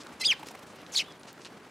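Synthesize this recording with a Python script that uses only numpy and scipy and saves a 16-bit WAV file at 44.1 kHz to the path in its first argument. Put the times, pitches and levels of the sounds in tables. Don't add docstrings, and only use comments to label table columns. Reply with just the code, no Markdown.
import sys
import numpy as np
from scipy import signal
from scipy.io import wavfile
from scipy.ndimage import uniform_filter1d

SR = 44100
rng = np.random.default_rng(int(sys.argv[2]) if len(sys.argv) > 2 else 0)


def wav_record(signal):
    frames = np.transpose(np.atleast_2d(signal))
    bounded = np.clip(frames, -1, 1)
    quanta = np.round(bounded * 32767).astype(np.int16)
    wavfile.write(sys.argv[1], SR, quanta)


def elevation(decibels):
    levels = np.asarray(decibels, float)
    return 10 ** (levels / 20)


N = 74970

# t/s, level/dB
HUM_SWELL = [
    (0, 3),
    (.5, 2),
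    (1.1, 0.5),
    (1.7, 0),
]
# f/Hz, level per Hz/dB
HUM_COLOR = [(40, -46), (100, -5), (250, 0.5), (600, -4.5), (1500, -8.5), (4000, -19), (8500, -27),
             (15800, -38)]
# f/Hz, likeness (0 to 1)
EAR_LIKENESS = [(60, 0.97), (180, 0.99), (550, 0.97), (1650, 0.91), (4970, 0.86), (15000, 0.96)]
# start t/s, length/s, level/dB, f/Hz
SCUFFS = [
    (0, 0.031, -47.5, 4300),
    (0.122, 0.025, -56.5, 7450),
    (0.197, 0.031, -40, 7260),
    (0.343, 0.12, -53.5, 2800),
    (0.451, 0.074, -51, 4890),
    (0.657, 0.11, -58.5, 7100),
    (0.755, 0.11, -56.5, 2560),
    (1.269, 0.053, -51.5, 4640),
    (1.396, 0.11, -58, 5400),
    (1.446, 0.042, -48.5, 3280),
]
# t/s, peak level/dB, ring f/Hz, top f/Hz
TICKS = [(0.0351, -35, 4330, 10600), (0.0695, -32.5, 2980, 10500), (0.217, -22.5, 8950, 12300),
         (.4325, -36, 2100, 4000), (.434, -49, 6000, 12940), (.4615, -41, 4070, 9000),
         (0.4868, -25.5, 3500, 12100), (0.554, -41, 7000, 14000), (0.5945, -39, 6000, 13000),
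         (0.817, -38.5, 3480, 14000), (0.865, -35, 4360, 7600), (.9145, -39, 1800, 5000),
         (1.042, -46, 10000, 12000), (1.123, -38.5, 4500, 8300), (1.179, -52, 10500, 12500),
         (1.213, -46, 5500, 9000), (1.222, -53, 9000, 13000), (1.2335, -35.5, 2980, 8450),
         (1.257, -52, 8000, 12000), (1.278, -41, 3500, 9000), (1.3299, -34, 10500, 17600),
         (1.379, -46, 4000, 8500), (1.418, -37, 4500, 8000), (1.4492, -29, 3270, 8950),
         (1.4528, -45, 3950, 5960), (1.4548, -33, 2980, 9500), (1.4652, -37, 2300, 5000),
         (1.468, -46, 3200, 6500), (1.58, -50, 7000, 10000), (1.616, -61, 5000, 9000)]
# t/s, thud level/dB, thud f/Hz, feather hiss level/dB
WING_BEATS = [(.068, -44.5, 1310, -68), (.108, -49.5, 446, -72), (.33, -43, 920, -46.5),
              (.397, -48, 700, -53.5), (.432, -38, 790, -54.5), (0.47, -43, 495, -49),
              (0.513, -43.5, 770, -50), (.553, -36.5, 746, -61), (0.593, -49, 700, -55.5),
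              (.631, -43.5, 860, -53.5), (.669, -67, 590, -57.5), (0.759, -73, 600, -55.5),
              (1.238, -55, 1390, -78), (1.382, -49, 1460, -76), (1.086, -46.5, 1190, -77)]
# t/s, f/Hz, level/dB, step from one overtone to the next/dB
SLIDE_LOW = [(.203, 2080, -71, 6), (.213, 2066, -40.5, 7), (.233, 2031, -36, -5.5), (.246, 2690, -33, -8.5),
             (.256, 3482, -31.5, -13), (.267, 3770, -28.5, -16), (.283, 3370, -27.5, -10.5),
             (.3, 3184, -23.5, -15.5), (.31, 2968, -22, -11.5), (.325, 2270, -21.5, -12.5),
             (.331, 1886, -34.5, -7.5), (.344, 1460, -49, 6)]
# t/s, f/Hz, level/dB, step from one overtone to the next/dB
SLIDE_HIGH = [
    (.203, 2760, -62, 2),
    (.212, 2690, -43, 3),
    (.222, 2600, -46, 3),
    (.235, 2620, -50, -3),
    (.246, 3520, -37, -14),
    (.2545, 4680, -23.5, -30),
    (.262, 4970, -23, -30),
    (.2715, 4880, -23.5, -30),
    (.277, 4100, -46, -30),
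]
# f/Hz, level/dB
THROAT = [(1500, -1), (5000, 1.5), (7000, -1.5), (9000, -1), (12000, 10), (15500, -4)]
# delay t/s, level/dB
ECHOES = [
    (.004, -21),
    (.011, -23),
]
# t/s, f/Hz, level/dB
RASP = [
    (.918, 6900, -51.5),
    (.93, 6700, -46.5),
    (.943, 5800, -40),
    (.951, 4900, -33),
    (.958, 5800, -46),
    (.984, 5430, -44),
    (.991, 4930, -39),
    (.998, 5330, -50),
    (1.026, 4400, -51),
]
# top t/s, top f/Hz, next dip f/Hz, level/dB, overtone step at dip/dB
TRILL = [
    (.9645, 4750, 3284, -26.5, 4),
    (.977, 4092, 3307, -24, 5.5),
    (.987, 3924, 1995, -23.5, 12.5),
    (0.9957, 3262, 2485, -26.5, -4),
    (1.0032, 3090, 2415, -26.5, -8),
    (1.01, 2914, 2114, -33, -4),
    (1.0162, 2945, 2090, -35.5, -8),
    (1.024, 2920, 3000, -42, -12),
]
# t/s, f/Hz, level/dB
TRILL_SECOND = [
    [(.961, 4250, -45), (.964, 4350, -30), (.970, 4350, -30), (.973, 4000, -42)],
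    [(.975, 4500, -36), (.9765, 4750, -24), (.9785, 5300, -36), (.983, 4800, -36), (.987, 4600, -50)],
]
# t/s, f/Hz, level/dB
FAR_WHISTLES = [
    [(1.04, 3000, -70), (1.06, 3330, -61), (1.085, 3500, -58), (1.12, 3360, -56), (1.127, 3250, -60)],
    [(1.1, 5200, -68), (1.122, 4980, -64), (1.131, 4050, -67), (1.143, 3750, -66), (1.15, 3400, -73),
     (1.165, 3280, -66)],
]


def evened(x):
    return x / np.sqrt(np.mean(x ** 2) + 1e-20)


def read(points, hz):
    f, value = np.transpose(points)
    return np.interp(np.log(hz + 1), np.log(f + 1), value)


def add(mix, s, sound):
    at = round(s * SR)
    sound = sound[max(-at, 0):]
    part = mix[max(at, 0):][:len(sound)]
    part += sound[:len(part)]


def resonate(x, hz, width_hz, times=1):
    turn = np.exp(2j * np.pi * np.cumsum(hz * np.ones(len(x))) / SR)
    r = np.exp(-np.pi * abs(width_hz) / SR)
    for _ in range(times):
        x = 2 * (turn * signal.lfilter([1 - r], [1, -r], x / turn + 1e-18)).real
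    return x


def controls(rows, smooth_s=0.0038):
    s, hz, db, *step = np.transpose(rows)
    step = step[0] if step else np.full(len(s), -25.0)
    t = np.arange(N) / SR
    curves = np.interp(t, s, hz), np.interp(t, s, db, -120, -120), np.interp(t, s, step)
    return [uniform_filter1d(c, max(int(smooth_s * SR), 1)) for c in curves]


def partial(turns, hz, db):
    gain = np.sqrt(2) * elevation(db + read(THROAT, hz)) * (hz < SR / 2.6)
    return gain * np.sin(2 * np.pi * turns)


def voice(hz, db, step, jitter=.02, shimmer_db=-5.5, breath_db=-24, upper_db=-8, count=5):
    wobble = rng.standard_normal((2, N))
    wobble = evened(uniform_filter1d(uniform_filter1d(wobble, size=40), size=40))
    hz = hz * (1 + jitter * wobble[0])
    db = db + shimmer_db * wobble[1]
    turns = np.cumsum(hz) / SR
    breath = 1 + elevation(breath_db) * evened(uniform_filter1d(rng.standard_normal(N), size=16))
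    upper = np.minimum(1.17 * step, upper_db)
    tone = partial(turns, hz, db)
    for k in range(2, count + 1):
        tone = tone + partial(k * turns, k * hz, db + step + upper * (k - 2))
    return turns, breath * tone


def hum():
    frames, hz = N // 128 + 5, np.fft.rfftfreq(512, 1 / SR)
    a, b, c, d, patches = rng.standard_normal((frames, 257, 5)).T
    patches = evened(uniform_filter1d(uniform_filter1d(patches, size=8, axis=0), size=10, axis=1))
    flicker = evened(uniform_filter1d(rng.standard_normal(frames), size=3))
    same = np.clip(read(EAR_LIKENESS, hz), 0, 1)[:, None]
    mid = np.sqrt(1 + same) * (a + 1j * b)
    side = np.sqrt(1 - same) * (c + 1j * d)
    color_db = read(HUM_COLOR, hz)[:, None] + 0.58 * patches + 1.73 * flicker
    spectrum = np.array([mid + side, mid - side]) * elevation(color_db)
    noise = signal.istft(spectrum, nperseg=512, noverlap=384)[1][:, :N]
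    swell_db = np.interp(np.arange(N) / SR, *np.transpose(HUM_SWELL))
    return elevation(-51 + swell_db) * evened(noise)


def scuffs():
    out = np.zeros(N)
    dull = signal.butter(3, 10000, fs=SR, output="sos")
    for s, length_s, db, hz in SCUFFS:
        grain_db = 2.5 * np.minimum(rng.exponential(1, 4000), 4)
        grit = rng.standard_normal(4000) * elevation(grain_db)
        grit = evened(resonate(resonate(grit, hz, 1.4 * hz, 2), 2100, 13000))
        grit = signal.sosfilt(dull, grit)[:int(length_s * SR)]
        stroke = np.sin(np.pi * np.linspace(0, 1, len(grit)) ** 0.74)
        add(out, s, elevation(db) * grit * stroke)
    return out


def ticks():
    out, t = np.zeros(N), np.arange(600) / SR
    for s, db, hz, top_hz in TICKS:
        knock = 6.0 * (abs(t - .0003) < .5 / SR)
        grit = rng.standard_normal(len(t)) * (.6 * np.exp(-t / 0.001) + 0.3 * np.exp(-t / 0.0044))
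        click = resonate(knock + grit, hz, 1.1 * hz)
        edges = [.3 * hz, min(top_hz, SR / 2.2)]
        click = signal.sosfilt(signal.butter(5, edges, "bandpass", fs=SR, output="sos"), click)
        add(out, s - .0006, elevation(db) * click / abs(click).max())
    t = np.arange(1000) / SR
    husk_s, husk_hz, husk_db, husk_t60_s = 1.195, 9800, -56, .045
    husk = evened(resonate(rng.standard_normal(len(t)), husk_hz, 550, 2))
    add(out, husk_s, elevation(husk_db - 60 * t / husk_t60_s) * husk)
    return out


def wings():
    out, t = np.zeros(N), np.arange(-.02, .03, 1 / SR)
    thump_s, hiss_s = .003, .005
    for s, thud_db, hz, hiss_db in WING_BEATS:
        noise = rng.standard_normal((2, len(t)))
        push = noise[0] ** 3 * np.exp(-((t + 0.00077) / thump_s) ** 2 / 2)
        thud = resonate(resonate(push, hz, 300), hz, 1350) + 0.24 * resonate(push, 2.46 * hz, 800)
        grain_db = 3.8 * np.minimum(rng.exponential(1, len(t)), 4)
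        hiss = evened(resonate(resonate(noise[1] * elevation(grain_db), 4300, 13000), 3000, 15000))
        add(out, s - .02, elevation(thud_db + 5.5) * thud / abs(thud).max()
            + elevation(hiss_db + 2) * hiss * np.exp(-abs(t - .001) / hiss_s))
    return out


def slide_call():
    low_hz, low_db, low_step = controls(SLIDE_LOW, 0.004)
    high_hz, high_db, high_step = controls(SLIDE_HIGH, 0.0019)
    low_turns, low = voice(low_hz, low_db, low_step, jitter=.006, shimmer_db=1.2,
                           breath_db=-20, upper_db=-8, count=4)
    high_turns, high = voice(high_hz, high_db, high_step, jitter=.003, shimmer_db=.4,
                             breath_db=-25, upper_db=-9)
    mix_db = np.minimum(low_db, high_db) - 7 + 8.5 * np.clip((2500 - low_hz) / 400, 0, 1)
    mixed = np.zeros(N)
    for m, n in ((1, 1), (2, 1), (1, 2)):
        mixed += partial(m * low_turns + n * high_turns, m * low_hz + n * high_hz, mix_db - 32.0 * (m + n - 2))
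    mixed += partial(2 * high_turns - low_turns, 2 * high_hz - low_hz, mix_db - 7)
    haze = evened(resonate(rng.standard_normal(N), 1.5 * low_hz, 2500, 3))
    mixed += elevation(np.maximum(low_db - 6, high_db) - 29) * haze
    throb_s, throb_hz, throb_rise_s = .3138, 225, .004
    t = np.arange(N) / SR - throb_s
    depth = .9 * np.clip(1 + t / throb_rise_s, .12, 1)
    throb = 1 - depth * np.cos(np.pi * throb_hz * t) ** 8
    return low * throb + high + mixed


def yard(x):
    level_db, t60_s, color_hz = -25, 0.2, 2900
    t = np.arange(SR // 3) / SR
    noise = rng.standard_normal((2, len(t))) * elevation(-60 * t / t60_s) * (t > .004)
    tail = np.array([resonate(noise[0] + .35 * side * noise[1], color_hz, 3000) for side in (1, -1)])
    tail *= elevation(level_db) / np.linalg.norm(tail[0])
    tail[:, 0] = 1
    for s, db in ECHOES:
        tail[:, round(s * SR)] += elevation(db)
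    return signal.fftconvolve(x[None], tail, axes=1)[:, :N]


def rasp(trill_db):
    hz, db, _ = controls(RASP)
    air = rng.standard_normal((3, N))
    lead = evened(resonate(air[0], hz, 2000, 2))
    lead = lead + elevation(-10) * evened(resonate(air[1], 1.53 * hz, 3400, 2))
    lead = lead + elevation(-6.5) * evened(resonate(air[2], hz / 2, 2200, 2))
    halo = evened(resonate(air[1], 6400, 5700, 2))
    return elevation(db) * lead + elevation(uniform_filter1d(trill_db, size=200) - 17.5) * halo


def trill_call():
    top_s, top_hz, dip_hz, db, dip_step = np.transpose(TRILL)
    t = np.arange(N) / SR
    dip_s = top_s + 0.58 * np.diff(top_s, append=top_s[-1] + 0.0043)
    turning = np.arange(2 * len(top_s))
    place = np.interp(t, np.ravel([top_s, dip_s], "F"), turning)
    eased = np.floor(place) + .5 - .5 * np.cos(np.pi * (place % 1))

    def swing(at_top, at_dip):
        return np.interp(eased, turning, np.ravel([at_top, at_dip], "F"))

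    top_step = -10.5
    hz = swing(top_hz, dip_hz)
    level = swing(db, db - 2 - np.maximum(dip_step, 0))
    step = swing(top_step - 10 * np.clip(top_hz / 1000 - 3, 0, 1), dip_step)
    leap_s, leap_hz, leap_tau_s, leap_db = 0.95, 2208, .005, -50
    left = np.exp(-np.maximum(t - leap_s, 0) / leap_tau_s) * (t < top_s[1])
    hz = hz - (top_hz[0] - leap_hz) * left
    level = level - (db[0] - leap_db) * left
    step = step + (10.0 - top_step) * left
    level -= 5600.0 * (np.maximum(leap_s - t, 0) + np.maximum(t - dip_s[-1], 0))
    out = voice(hz, level, step, jitter=0.008, shimmer_db=1.2, breath_db=-18, upper_db=-20)[1]
    out += rasp(level)
    for rows in TRILL_SECOND:
        out += voice(*controls(rows, 0.0019), jitter=.015, count=2)[1]
    return out


def far_whistles():
    return sum(voice(*controls(rows, 0.0048), jitter=0.0102, shimmer_db=3.5, count=1)[1]
               for rows in FAR_WHISTLES)


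def scene():
    stir = wings() + ticks() + scuffs()
    late = elevation(-18.5) * np.roll(stir, 30)
    calls = slide_call() + trill_call() + far_whistles()
    return yard(calls) + np.array([stir + late, stir - late]) + hum()


def low_pass(x):
    return signal.sosfilt(signal.butter(12, 15750, fs=SR, output="sos"), x)


def record(dry):
    sos = signal.butter(2, [70, 15500.], "bandpass", fs=SR, output="sos")
    mix = signal.sosfilt(sos, dry)
    return low_pass(mix)


dry = scene()
out = record(dry)
wav_record(out)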